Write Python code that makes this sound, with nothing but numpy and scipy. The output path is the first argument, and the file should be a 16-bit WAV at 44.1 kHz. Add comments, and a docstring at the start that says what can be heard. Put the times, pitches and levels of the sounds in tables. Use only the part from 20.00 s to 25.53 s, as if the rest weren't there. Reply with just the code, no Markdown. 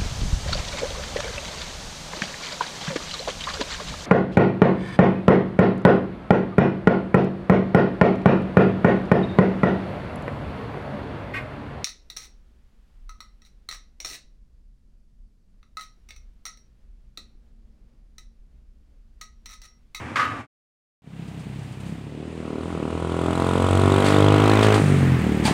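"""Small diesel truck in an open workshop

Two scenes. First a short yard rumble (shaped noise) with dull thuds and one clang of steel (dying sines
with a noise crash), fading to silence. Then the engine fades in at idle, is revved up under a hardening
exhaust bark, coasts back and settles. Every firing sends a pulse down the pipe and knocks the block;
loose metal rattles at set times as short grainy noise bursts, with one slow hiss swell.
"""
import sys
import numpy as np
from scipy import signal
from scipy.fft import rfft, irfft
from scipy.io import wavfile
from scipy.ndimage import uniform_filter1d

SR = 44100
rng = np.random.default_rng(int(sys.argv[2]) if len(sys.argv) > 2 else 0)


def dump_mix(stems):
    """Bounce the given channels to the path in sys.argv[1] as a 16-bit WAV at rate SR."""
    frames = np.atleast_2d(stems).T  # one column per channel
    limited = np.clip(frames, -1, 1)  # hard clip at full scale
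    pcm = np.round(limited * 32767).astype(np.int16)
    wavfile.write(sys.argv[1], SR, pcm)


N = 243873
T = np.arange(N) / SR  # time/s


def amp(db):
    """Level law: decibels to amplitude gain."""
    return 10 ** (np.asarray(db) / 20)


def evened(x, size=0):
    """Power normalisation: rms 1 overall, or by a running mean power over size samples, taken twice."""
    if size:
        power = uniform_filter1d(uniform_filter1d(x ** 2, size), size)
    else:
        power = np.mean(x ** 2)
    return x / np.sqrt(abs(power) + 1e-12)


def noise(points, tilt_db=0):
    """Spectral shaping: Gaussian noise of rms 1, its spectrum tilted by tilt_db per octave about 4 kHz."""
    octave = np.log2(np.fft.rfftfreq(N, 1 / SR) + 1)
    f, db = np.transpose(points)
    spectrum_db = np.interp(octave, np.log2(f + 1), db)
    gain = amp(spectrum_db + tilt_db * (octave - np.log2(4000)))
    return evened(irfft(rfft(rng.standard_normal(N)) * gain, N))


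def ring(modes, rise):
    """Modal decay: each mode is a dying sine; all share a soft start of time constant rise (s)."""
    t = T[:SR // 2]
    sines = sum(amp(db - 60 * t / t60) * np.sin(2 * np.pi * hz * t) for hz, db, t60 in modes)
    return (1 - np.exp(-t / rise)) * sines


def played(train, shape, early):
    """Convolution: one copy of shape for each impulse, starting early (s) before it."""
    return signal.oaconvolve(train, shape)[round(early * SR):][:N]


def shed(x, t60, delay):
    """Reverberation of roof and walls: sparse reflections of random sign, dying away exponentially."""
    t = T[:SR // 5]
    signs = rng.choice([-1., 1.], len(t))
    present = rng.random(len(t)) < 1500 / SR  # 1500 taps per s on average
    taps = signs * present * amp(-60 * t / t60) * (t > delay)
    return signal.oaconvolve(x, taps / np.linalg.norm(taps))[:N]


def resonate(x, hz, width):
    """Heterodyne resonance: shift the moving pitch hz to zero, low-pass, shift back; width in Hz."""
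    carrier = np.exp(2j * np.pi * np.cumsum(hz) / SR)
    pole = np.exp(-np.pi * width / SR)
    return (carrier * signal.lfilter([1], [1, -pole], x / carrier)).real


def pings(at, low_hz, span, decay, spread_db):
    """Impact resonance: a few cycles per firing; pitch drifts as other parts take the blow."""
    out, t = np.zeros(N + 400), T[:400]
    size, jump, drift = rng.random((len(at), 3)).T
    slow = evened(uniform_filter1d(drift - .5, 7))
    pitch = np.clip(.5 + 0.236 * slow + .5 * (jump - .5), 0, 1)
    envelope = (1 - np.exp(-t / .0004)) * np.exp(-t / decay)
    for n, gain, hz in zip(at, amp(spread_db * size), low_hz * span ** pitch):
        out[n:n + 400] += gain * envelope * np.sin(2 * np.pi * hz * t)
    return evened(out[:N], size=8000)


def steel_clang(at_level):
    """Modal impact: a steel part is struck and bounces; each bounce stops the ring before it."""
    # blows: t/s, ring level/dB, crash level/dB
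    blows = [(.158, -22.5, -16.5), (0.196, -18, -18), (0.255, -21.5, -29), (0.307, -27.5, -36)]
    # modes of the steel: f/Hz, relative level/dB, t60/s
    steel_modes = [(898, -19, 0.58), (1165, -5.5, 1), (1249, 3, 0.2), (1470, -8, .3), (1620, -12, .2),
                   (1740, -7, .15), (1980, -12, 0.16), (2706, -18.5, 0.41), (2990, -21, .4),
                   (3800, -25.5, 0.46)]
    # crash spectrum: f/Hz, relative level/dB per Hz
    crash_spectrum = [(290, -50.5), (500, -18.5), (827, -23.5), (1240, -5), (1370, -12.5), (1990, -12.5),
                      (3590, -27.5), (8510, -41.5), (15600, -63)]
    steel, t = np.zeros(N), T[:SR // 2]
    hiss = noise(crash_spectrum)
    for s, ring_db, crash_db in blows:
        at = round(s * SR)
        crash = amp(crash_db - 60 * t / 0.45) * hiss[at:at + len(t)]
        steel[at:at + len(t)] = amp(ring_db) * ring(steel_modes, .0004) + crash  # replaces the last ring
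    return at_level * steel


def thuds():
    """Heavily damped mode: dull steps or bumps as short low sines, starting with a negative swing."""
    # thuds: t/s, level/dB
    thud_times = [(.056, -22), (.11, -25), (.118, -20.5)]
    out = np.zeros(N)
    for s, db in thud_times:
        out[round(s * SR):][:SR // 2] -= ring([(205, db, 0.02)], .0005)
    return out


def yard():
    """Superposition: lumpy broadband rumble of the workshop, the clang and the thuds."""
    # rumble spectrum: f/Hz, relative level/dB per Hz
    yard_spectrum = [(18, -64.5), (30, -20.5), (97, 3), (182, -16), (256, -4), (360, -15.5), (675, -17),
                     (1110, -15.5), (2310, -20.5), (4000, -38), (8540, -44), (11000, -53.5), (15600, -71.5)]
    # rumble level: t/s, level/dB
    yard_level = [(0, -31.5), (.15, -35), (.3, -34), (.4, -33), (.44, -44), (.46, -52.5), (.468, -77)]
    lumps = evened(uniform_filter1d(rng.standard_normal(N), 900))
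    level_db = np.interp(T, *np.transpose(yard_level))
    rumble = amp(level_db + 0.5 * lumps) * noise(yard_spectrum)
    clang = steel_clang(amp(level_db - yard_level[0][1]))  # fades along with the rumble
    return rumble + clang + thuds()


def rattles():
    """Decaying noise: short grainy bursts of loose metal at set times, with one slow hiss swell."""
    # bursts: t/s, level/dB, rise time constant/s, t60/s, spectral tilt/dB per octave
    bursts = [(1.275, -53, 0.0025, 0.17, 6), (1.39, -46, 0.0089, 0.15, 6), (1.52, -56, .08, 1.2, 8),
              (1.59, -53, .002, .1, 6), (1.63, -51, .002, .1, 5), (1.72, -50, 0.0026, .1, 8),
              (1.8, -50, .002, 0.13, 7), (1.85, -51, .01, .35, 8), (4.045, -25.5, 0.0065, 0.55, 1.5),
              (4.625, -24.5, 0.002, 0.23, 2), (4.74, -28.5, 0.0016, 0.25, 5), (5.435, -28, 0.0096, 0.35, 3),
              (5.467, -18.5, 0.0036, 0.49, -7.5), (5.45, -20, 0.0066, 0.26, 3.5)]
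    # burst spectrum before the tilt: f/Hz, relative level/dB per Hz
    rattle_spectrum = [(350, -40), (600, -5), (855, 2), (1240, -4), (2070, 0), (2250, -1), (4760, -8),
                       (5460, -15), (8550, -15), (15600, -48)]
    # parts left ringing: f/Hz, level/dB, t60/s
    loose_parts = [(860, -20.5, 0.2), (4680, -22, 0.095), (6440, -43, .1), (8500, -42, 0.2),
                   (13630, -44, 0.16)]
    out = np.zeros(N)
    for s, db, rise, t60, tilt_db in bursts:
        t = np.maximum(T - s, 0)
        out += amp(db - 60 * t / t60) * (1 - np.exp(-t / rise)) * noise(rattle_spectrum, tilt_db)
    hit = round(bursts[-1][0] * SR)  # the burst listed last, at 5.45 s, leaves a few parts ringing
    out[hit:] += ring(loose_parts, 0.0024)[:N - hit]
    return out


def firings():
    """Phase integration of engine speed: speed (firings per s), phase (firings) and firing samples."""
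    # engine speed: t/s, firing rate f/Hz
    speed_curve = [(1.0, 30.67), (1.12, 33.69), (1.5, 32.13), (1.6, 34.73), (1.69, 31.62), (1.98, 34.25),
                   (2.32, 40.72), (2.57, 38.02), (2.7, 44.06), (2.81, 37.83), (2.94, 41.42), (3.3, 43.14),
                   (4.05, 49.24), (4.65, 53.42), (4.77, 52.28), (4.81, 49.84), (5.15, 42.8), (5.28, 37.3),
                   (5.38, 38.33), (5.53, 33.63)]
    speed = np.interp(T, *np.transpose(speed_curve))
    phase = np.cumsum(speed * (T >= 1)) / SR - .4
    at = np.flatnonzero(np.diff(np.floor(phase))) + 1
    return speed, phase, at


def controls(speed):
    """Load dependence: levels of the engine layers from effort, speed and pedal."""
    # how hard the engine works: t/s, clatter level/dB, exhaust crack level/dB
    effort = [(1.02, -69, -72), (1.07, -58, -71.5), (1.2, -49.5, -70), (1.62, -47, -68), (1.78, -49, -60),
              (1.88, -45.5, -56), (2.0, -48.5, -60), (2.16, -48.5, -71), (2.45, -45, -41.5),
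              (3.08, -40.5, -32), (3.4, -35.5, -25.5), (3.94, -30.5, -22), (4.3, -27.5, -20.5),
              (4.76, -26.5, -22), (4.82, -33.5, -30), (4.9, -33.5, -37), (5.15, -35.5, -50),
              (5.45, -36.5, -50)]
    # Voice under power: firing rate f/Hz, then boom, pipe ring, body ring (level/dB over the clatter),
    # gain of the clatter's treble/dB, whoosh (level/dB over the clatter),
    # valve tick (level/dB against the clatter before its treble gain)
    pulling = [(34.1, 7, 14, -1, -6, -10, -50), (38.1, 5, 10, 12, -7, -11, -45),
               (41.6, 13.6, 5.5, 9.5, -3.5, -10.5, -40), (43.8, 7.6, 8, 7.5, -3, -5, -43),
               (46.5, 14.2, 3, 6, -3.5, -7.5, -42), (47.9, 13.7, 9.5, 7.5, -4, -5.5, -38),
               (49.65, 7.9, -16, 9, -4.5, -1, -38), (50.9, 12.7, -14, 7.5, -12, -8.5, -36),
               (52.5, 9, -21, 7.5, -9.5, -2.5, -32)]
    # voice with the pedal let go: the same columns
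    coasting = [(37.7, 10, 14.4, 10.6, -5, -2.5, -24), (40.8, 8, 14, 7.1, -3.5, 1, -22),
                (42.7, 4, 19.7, 7.1, -8, 1, -30), (48, 5, 17.8, 9.4, 1, -1, -42)]
    lift_s, shut_s = 4.77, 0.045  # the pedal is let go; time for the fuel to fall away
    s, *levels = np.transpose(effort)
    clatter_db, crack_db = (np.interp(T, s, c) for c in levels)
    shut = np.clip((T - lift_s) / shut_s, 0, 1)
    rates, *columns = np.transpose(pulling)
    pull = np.array([np.interp(speed, rates, c) for c in columns])
    rates, *columns = np.transpose(coasting)
    coast = np.array([np.interp(speed, rates, c) for c in columns])
    boom, pipe, body, treble_db, whoosh, tick_db = (1 - shut) * pull + shut * coast
    # the share of knock in the clatter grows with the crack; no fuel, little knock
    knock = np.clip(.022 * (crack_db + 45) * (1 - shut), .05, 1)
    return (clatter_db + boom, clatter_db + pipe, clatter_db + body, crack_db, clatter_db, treble_db,
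            knock, clatter_db + whoosh, tick_db)


def frame_rumble(pipe_db, body_db, idling):
    """Forced vibration: low noise following pipe and body; at idle a little stronger beside them."""
    # rumble spectrum: f/Hz, relative level/dB per Hz
    rumble_spectrum = [(20, -7), (32, 30), (60, 30), (90, 2), (160, 23), (300, 21), (600, -25), (1200, -37),
                       (2000, -46.5)]
    return amp(.5 * (pipe_db + body_db) - 8 + 2 * idling) * noise(rumble_spectrum)


def whoosh_noise():
    """Broadband noise of rms 1 weighted below about 2.7 kHz."""
    # whoosh spectrum: f/Hz, relative level/dB per Hz
    whoosh_spectrum = [(500, -13), (1000, -4), (2000, -2.5), (2650, -9.5), (2900, -38), (5000, -35)]
    return noise(whoosh_spectrum)


def exhaust_roar(throb):
    """Amplitude modulation: mid-band noise throbbing at the firing rate."""
    return throb * noise([(200, -30), (450, 0), (1300, -3), (2000, -25), (4000, -50)])


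def boom_tone(phase, at, strokes):
    """Engine-order tone: the second order of the firing; no two strokes push alike."""
    tone = -np.sqrt(2) * np.cos(4 * np.pi * phase)
    return tone * amp(1.5 * np.interp(T, at / SR, strokes))


def body_ring(blow_train):
    """Structural modes: each firing rings the body, and the workshop answers."""
    # body modes: f/Hz, relative level/dB, t60/s
    body_modes = [(259, 4.5, 0.026), (333, 8, 0.017), (410, -3.5, 0.019)]
    rings = played(blow_train, ring(body_modes, 0.00032), 0.0025)
    rings = rings + amp(-2) * shed(rings, t60=1.0, delay=.004)
    return evened(rings, size=8000)


def pipe_ring(pulse_train, blow_train, idling):
    """Pipe resonance: gas pulses and turbulence excite a moving mode, beside steady silencer modes."""
    # pitch of the moving mode: t/s, f/Hz
    pipe_pitch = [(1, 159), (1.4, 149.4), (1.62, 122), (1.78, 120), (1.9, 172), (2.04, 138), (2.5, 163),
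                  (3.1, 137), (4.8, 156), (5.17, 132), (5.26, 181), (5.53, 164)]
    # steady rings of the silencer: f/Hz, relative level/dB, t60/s
    silencer_modes = [(106, -2, 0.076), (187.3, -1, 0.13)]
    pipe_hz = np.interp(T, *np.transpose(pipe_pitch))
    flutter = evened(resonate(rng.standard_normal(N), pipe_hz, width=30))  # turbulence in the slow gas
    soft = played(pulse_train, -np.hanning(130), 0.0018)  # inside the pipe the pulse has no sharp front
    thump = resonate(soft, pipe_hz, width=38)
    # the pipe mouth radiates little below its ring
    open_end = signal.butter(2, 80, "high", fs=SR, output="sos")
    thump = evened(signal.sosfiltfilt(open_end, thump), size=8000)
    silencer = evened(played(blow_train, -ring(silencer_modes, 0.00063), 0.0031))
    return evened(thump + .2 * idling * flutter + 0.67 * silencer, size=8000)


def knocks(at, bright):
    """Combustion knock: the block rings briefly inside a puff of noise."""
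    # knock spectrum: f/Hz, relative level/dB per Hz
    knock_spectrum = [(1500, -40), (2500, 5), (3700, 7), (5400, -18), (8000, 4.5), (12000, -12.5),
                      (15600, -44)]
    # hard knock at top speed: f/Hz, relative level/dB per Hz
    snap_spectrum = [(1500, -16), (2500, 6), (4000, -7), (6500, 0), (10000, -17), (15600, -16)]
    train, t = np.zeros(N), T[:400]
    train[at] = amp(7 * rng.random(len(at)))
    puff_shape = (1 - np.exp(-t / 0.00089)) * np.exp(-t / 0.0025)
    puff = signal.oaconvolve(train, puff_shape)[:N]
    puff = puff * (noise(knock_spectrum) + bright * noise(snap_spectrum))
    block = pings(at, low_hz=2560, span=1.7, decay=.003, spread_db=9)
    return evened(evened(puff) + .85 * block, size=8000)


def engine_clatter(speed, at, throb, knock, treble_db, tick_db):
    """Mechanical impact noise: throbbing noise, combustion knock and valve tick, with a treble gain."""
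    # clatter spectrum: f/Hz, relative level/dB per Hz
    clatter_spectrum = [(290, -2.5), (500, -1), (553, -8), (716, -0.5), (1090, -7), (1410, -10.5),
                        (2730, -7.5), (5610, -20.5), (8040, -16), (9280, -17.5), (11900, -39), (14900, -52),
                        (15600, -48)]
    # valve tick: firing rate f/Hz, lowest tick f/Hz
    tick_pitch = [(37, 12800), (44, 10800), (52, 11800)]
    firing_rate = SR / np.gradient(at)
    hardness = np.interp(firing_rate, [49, 53.5], [0, .9])  # the knock hardens at top speed
    bright = np.interp(T, at / SR, hardness)
    steady = np.sqrt(1 - np.clip(knock, 0, 1) ** 2) * throb * noise(clatter_spectrum)
    tick_hz = np.interp(speed[at], *np.transpose(tick_pitch))
    tick = pings(at, tick_hz, span=1.13, decay=.0008, spread_db=10)
    clatter = steady + knock * knocks(at, bright) + amp(tick_db) * tick
    treble = signal.sosfiltfilt(signal.butter(2, 5500, "high", fs=SR, output="sos"), clatter)
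    return clatter + (amp(treble_db) - 1) * treble


def exhaust_crack(pulse_train):
    """Blow-down pulse: steep over-pressure, then suction, with ground and workshop reflections."""
    t = T[:500]
    front = np.exp(-t / 0.00036) * np.cos(2 * np.pi * 420 * t)
    front = signal.sosfilt(signal.cheby1(6, 3, 1450, fs=SR, output="sos"), front)
    front += amp(-11) * np.roll(front, round(.0062 * SR))  # thrown back by the ground
    crack = played(pulse_train, front, 0.002085)
    crack = crack + amp(-7) * shed(crack, t60=.25, delay=.004)
    return evened(crack, size=8000)


def engine():
    """Periodic excitation: the firing train drives exhaust, pipe, body, knock and clatter."""
    speed, phase, at = firings()
    (boom_db, pipe_db, body_db, crack_db, clatter_db, treble_db,
     knock, whoosh_db, tick_db) = controls(speed)
    uneven_db = np.interp(np.gradient(at) / SR, [.026, .03], [1, 2.3])  # slow firings differ most
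    idling = np.interp(T, at / SR, uneven_db)
    chance = rng.standard_normal((len(at), 2))
    pulse_train, blow_train = np.zeros((2, N + SR // 10))
    pulse_train[at], blow_train[at] = amp(uneven_db * chance.T)
    throb = 1 + 0.13 * np.cos(2 * np.pi * (phase - .1))

    out = frame_rumble(pipe_db, body_db, idling)
    out += amp(whoosh_db) * whoosh_noise()
    out += amp(crack_db - 12) * exhaust_roar(throb)
    out += amp(boom_db) * boom_tone(phase, at, chance[:, 1])
    out += amp(body_db) * body_ring(blow_train)
    out += amp(pipe_db) * pipe_ring(pulse_train, blow_train, idling)
    out += amp(clatter_db) * engine_clatter(speed, at, throb, knock, treble_db, tick_db)
    out += amp(crack_db) * exhaust_crack(pulse_train)
    return out


def scene():
    """Time gating: the yard, then the engine with its rattles, with silence between them."""
    yard_end_s, engine_start_s = .468, 1.021
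    first = yard() * (T < yard_end_s)
    second = (engine() + rattles()) * (T > engine_start_s)
    return (first + second)[None]


def record(dry):
    """Band limitation: the small microphone drops the deep bass; the recorder cuts the top."""
    mic_low_hz, edge_hz = 75, 15750
    high_pass = signal.butter(2, mic_low_hz, "high", fs=SR, output="sos")
    thin = signal.sosfiltfilt(high_pass, dry) * (dry != 0)  # the silence stays silent
    low_pass = signal.firwin(511, edge_hz, window=("kaiser", 9), fs=SR)
    return signal.oaconvolve(thin, low_pass[None], "same")


dry = scene()
out = record(dry)
dump_mix(out)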